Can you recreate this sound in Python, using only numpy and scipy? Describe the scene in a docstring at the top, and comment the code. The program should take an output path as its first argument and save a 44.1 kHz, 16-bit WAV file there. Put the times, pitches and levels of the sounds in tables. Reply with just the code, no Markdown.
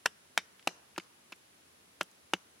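"""Knocking on a split stick at night

A wooden baton knocks seven times on the end of a split stick held upright, outdoors and close by.
Each blow is a short push and a few milliseconds of chatter between the split halves; both make
baton and stick ring. Faint short clicks and small after-knocks sound now and then.
Ground and bushes scatter the knocks over a steady hiss."""
import sys
import numpy as np
from scipy import signal
from scipy.fft import rfft, irfft, next_fast_len
from scipy.io import wavfile

SR = 44100
rng = np.random.default_rng(int(sys.argv[2]) if len(sys.argv) > 2 else 0)


def generate_wav(sig):
    """Save sig (samples, or channels by samples) to the path in sys.argv[1] as 16-bit PCM at SR."""
    pcm = np.round(np.clip(np.atleast_2d(sig).T, -1, 1) * 32767).astype(np.int16)
    wavfile.write(sys.argv[1], SR, pcm)


N = 114660  # 2.6 seconds


def amp(db):
    """Turn decibels into a number to multiply by."""
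    return 10 ** (np.asarray(db) / 20)


def normalised(x):
    """Scale a sound to an average power of 1."""
    return x / np.sqrt(np.mean(x ** 2, axis=-1, keepdims=True) + 1e-20)


def curve_at(points, hz):
    """Read between rows of (Hz, value), on a log frequency scale."""
    freqs, values = np.transpose(points)
    return np.interp(np.log(hz + 1), np.log(freqs + 1), values)


def filtered(x, response):
    """Multiply each frequency f in a sound by response(f)."""
    size = next_fast_len(x.shape[-1] + 8192)
    return irfft(rfft(x, size) * response(np.fft.rfftfreq(size, 1 / SR)), size)[..., :x.shape[-1]]


def coloured(x, points):
    """Shape a sound's tone with rows of (Hz, dB)."""
    return filtered(x, lambda f: amp(curve_at(points, f)))


def resonance(f, hz, width_hz):
    """A filter that rings at hz; the narrower it is, the longer it rings."""
    return 1j * f * width_hz / (hz * hz - f * f + 1j * f * width_hz)


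def add(out, start_s, x):
    """Mix x into out at a start time."""
    part = out[..., round(start_s * SR):][..., :x.shape[-1]]
    part += x[..., :part.shape[-1]]


# The tone of the hiss. Each row: frequency in Hz, relative level in dB.
HISS_TONE = [(20, -35.5), (45, -24), (68, -9), (82, 0.5), (100, -8), (180, -3.5), (370, -4.5), (700, -10),
             (1100, -10), (3000, -12), (6000, -15.5), (8800, -18), (10200, -12.5), (11500, -21),
             (16000, -27)]
# Its stereo width. Each row: frequency in Hz, level of the side against the centre in dB.
HISS_WIDTH = [(60, 5), (110, -31), (200, -7), (380, -4), (700, 2.5), (1290, 0.5), (2380, 2), (4400, 0),
              (8120, 2.5), (15000, 4.5)]


def hiss():
    """Night air and microphone hiss: left and right share most of the bass, the treble is wide."""
    noise = rng.standard_normal((2, N))
    centre = coloured(noise[0], HISS_TONE)
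    side = filtered(noise[1], lambda f: amp(curve_at(HISS_TONE, f) + curve_at(HISS_WIDTH, f)))
    return amp(-66) * np.array([centre + side, centre - side]) / np.std(centre)


# The stereo width of clicks and knocks. Each row: frequency in Hz, gain of the side in dB.
STEREO_WIDTH = [(300, -29.5), (2000, -19), (5000, -8), (12000, -7.5)]


def widened(centre, twin):
    """Add a little of a similar sound on the left and subtract it on the right."""
    side = coloured(twin, STEREO_WIDTH)
    return np.array([centre + side, centre - side])


# Faint clicks and small after-knocks. Each row: start in seconds, gain in dB, pitch in Hz,
# milliseconds to fade by 20 dB.
FAINT_CLICKS = [(0.0563, -29, 1530, 1), (.5948, -48, 2700, 6.9), (.6262, -49, 2520, 7.5),
                (.689, -40, 2140, 6.1), (0.71, -53, 620, 9.4), (0.962, -42.5, 1770, 9.7),
                (0.9951, -48, 3160, 0.67), (.998, -39.5, 2120, 10.5), (1.036, -55, 5440, 5.7),
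                (1.333, -45.5, 2200, 7.5), (1.3604, -57, 8050, 4.2), (2.0082, -39, 2580, 3.7),
                (2.024, -60, 2000, 6.2), (2.031, -34.5, 8500, 1.9), (2.114, -54, 7100, 2.8),
                (2.365, -47, 1500, 3.1)]


def faint_clicks():
    """Each click is a brief, fading rattle through one broad resonance."""
    out, t = np.zeros((2, N)), np.arange(SR // 20) / SR
    for start_s, db, hz, fade_ms in FAINT_CLICKS:
        rattle = rng.standard_normal((2, len(t))) * amp(-20 * t * 1000 / fade_ms)
        click = filtered(rattle, lambda f: resonance(f, hz, width_hz=hz / 1.05) ** 2)
        add(out, start_s, amp(db) * np.sqrt(12000 / hz) * widened(*click))
    return out


def baton_push(contact_age, rebound_ms):
    """The baton gives one quick down-and-up pulse, then a weaker one as it rebounds."""
    skew = np.exp(0.14 * (np.minimum(contact_age, 2) - 2))
    push = -np.sin(np.pi * contact_age) * (contact_age < 2) * skew
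    return push + amp(-5) * np.roll(push, round(rebound_ms * SR / 1000))


def chatter(t, onset, hold_ms):
    """The split halves rattle together: softened noise that holds, then dies quickly."""
    fade_s, soften_hz = 0.0092, 6400
    envelope = onset * amp(-60 * np.maximum(t - hold_ms / 1000, 0) / fade_s)
    rattle = envelope * rng.standard_normal((2, len(t)))
    return filtered(rattle, lambda f: (1 + 1j * f / soften_hz) ** -2)


# The ringing tones of baton and stick, in seven groups: thud, body, low, middle, knock, high, top.
# Each tone: pitch in Hz, width in Hz, relative level in dB.
WOOD_TONES = [
    [(185, 33.3, 5.2)],
    [(343.4, 81, -0.4)],
    [(652, 220, -4.5), (917, 174, -2.5)],
    [(1400, 566, 2.9), (2050, 1200, 2)],
    [(2140, 510, 0), (2690, 340, 3.26)],
    [(3287, 310, 5), (3635, 380, 2)],
    [(4350, 160, 4.5), (4870, 520, 7), (5320, 840, 10.5), (6300, 480, 1), (7110, 1050, 2), (8900, 120, -8)],
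]


def wood_ring(push, rattle, groups_db):
    """Push and chatter ring the wood; the low tones come late, as the stick drives into the fist."""
    force = push + rattle
    thump = np.roll([push, push], round(0.002 * SR), axis=1)
    tones = [(hz, width_hz, db + group_db)
             for group, group_db in zip(WOOD_TONES, groups_db) for hz, width_hz, db in group]
    ring = 0
    for k, (hz, width_hz, db) in enumerate(tones):
        tone = filtered(force if hz > 400 else thump, lambda f: resonance(f, hz, width_hz))
        gain = amp(db - 30.5 + rng.normal(0, 1.77))  # no two blows ring quite alike
        ring += (-1) ** k * gain * normalised(tone)
    return ring


# The tone of the crack. Each row: frequency in Hz, relative level in dB.
CRACK_TONE = [(3000, -19), (5000, -1.5), (8000, -6), (11000, -10.5), (13000, -12.5), (16000, -23)]


def surface_crack(t, onset):
    """The surfaces crack as they meet: bright noise that fades by 60 dB in 14 milliseconds."""
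    noise = normalised(coloured(rng.standard_normal((2, len(t))), CRACK_TONE))
    return noise * onset * amp(-60 * t / 0.014)


def echo_tail(fade_times, delay_s):
    """Two unrelated trails of noise, each frequency dying at its own speed."""
    hz, t, spectrum = signal.stft(rng.standard_normal((2, SR // 3)), SR, nperseg=128)
    fade = amp(-60 * t / curve_at(fade_times, hz)[:, None])
    tail = signal.istft(spectrum * fade, SR, nperseg=128)[1]
    return np.pad(tail / np.linalg.norm(tail[0]), ((0, 0), (round(delay_s * SR), 0)))


# Echoes off the ground and the person (near) and the bushes (far).
# Each row: frequency in Hz, seconds to fade by 60 dB.
NEAR_FADE = [(150, 0.095), (1000, 0.034), (4000, 0.081), (12000, 0.046)]
FAR_FADE = [(150, 0.4), (1000, 0.89), (5000, .35), (12000, 0.13)]
# The tone of those echoes. Each row: frequency in Hz, gain in dB.
NEAR_TONE = [(300, -1.5), (1500, -3.5), (3000, 5), (6000, 2), (12000, 0)]
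FAR_TONE = [(200, -14), (800, -11), (2500, -1.5), (6000, 9.5), (12000, -4)]


def with_echoes(knock, twin, near_db, far_db):
    """One knock in stereo, with its sharp front scattered by things near and far."""
    front_s = 0.0008
    front = normalised(knock * np.exp(-np.arange(len(knock)) / SR / front_s)) * np.std(knock)
    near = coloured(echo_tail(NEAR_FADE, delay_s=0.0036), NEAR_TONE)[:1]  # same in both ears
    far = coloured(echo_tail(FAR_FADE, delay_s=0.015), FAR_TONE)
    out = np.zeros((2, SR // 2))
    add(out, 0, widened(knock, twin))
    for db, tail in (near_db, near), (far_db, far):
        add(out, 0, amp(db) * signal.fftconvolve(front[None], tail, axes=1))
    return out


# The blows. Each row: start in seconds, rebound delay in milliseconds, gain in dB, contact time and
# chatter time in milliseconds, then gains in dB for chatter, crack, near echo, far echo
# and the first six groups of WOOD_TONES.
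BATON_BLOWS = [(0.0585, 1.25, -12.5, 0.36, 3.4, 8, -12, -13.5, -31, -21, -18, 5.5, 2.9, -1.5, -8.5),
               (0.376, 1.22, -10.5, 0.37, 3.3, -24, -13, -12, -29, -17, -25.5, -10.5, -8, 3.5, -4.5),
               (.673, 1.08, -19, 0.95, 3.6, -16.5, -7.5, -11.5, -19, -8, -2, -11.5, 11.5, 9.2, -0.5),
               (0.9792, 2.156, -19.5, .5, 5.5, 16, -16, -18.5, -19.5, -2, 2.5, -21.5, -2, -13.5, -10.5),
               (1.3217, 1.11, -35, 0.41, 7, 18, -10.5, -17, -39, -6, 4.5, -8, 2.5, 3.6, -3),
               (2.0104, 1.98, -15, .4, 2.8, -1, -18, -10.5, -35, -12, -4.5, -8, 3, -5.5, -9),
               (2.3349, 2.21, -12.5, 0.53, 3.2, 4, -18, -14.5, -30, -1.5, 0.3, -8.5, -1.5, -1.5, -4)]


def baton_blows():
    """The baton hits the stick: push, ringing wood and crack add up to one knock."""
    out, t = np.zeros((2, N)), np.arange(SR // 10) / SR
    for (start_s, rebound_ms, db, contact_ms, chatter_ms,
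         chatter_db, crack_db, near_db, far_db, *groups_db) in BATON_BLOWS:
        contact_age = t * 1000 / contact_ms  # reaches 1 after one contact time
        onset = np.minimum(contact_age, 1)
        push = baton_push(contact_age, rebound_ms)
        rattle = amp(chatter_db) * chatter(t, onset, chatter_ms)
        ring = wood_ring(push, rattle, groups_db + [crack_db])  # the top group follows the crack
        crack = amp(crack_db) * surface_crack(t, onset)
        knock, twin = amp(db) * (ring + crack + amp(-4.5) * push)
        add(out, start_s, with_echoes(knock, twin, near_db, far_db))
    bass_cut_hz = 174
    return filtered(out, lambda f: (1j * f / (bass_cut_hz + 1j * f)) ** 2)


def scene():
    """Knocks and clicks over the steady hiss."""
    return baton_blows() + faint_clicks() + hiss()


def record(dry):
    """The camera keeps nothing above 15900 Hz."""
    return filtered(dry, lambda f: f < 15900)


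dry = scene()
out = record(dry)
generate_wav(out)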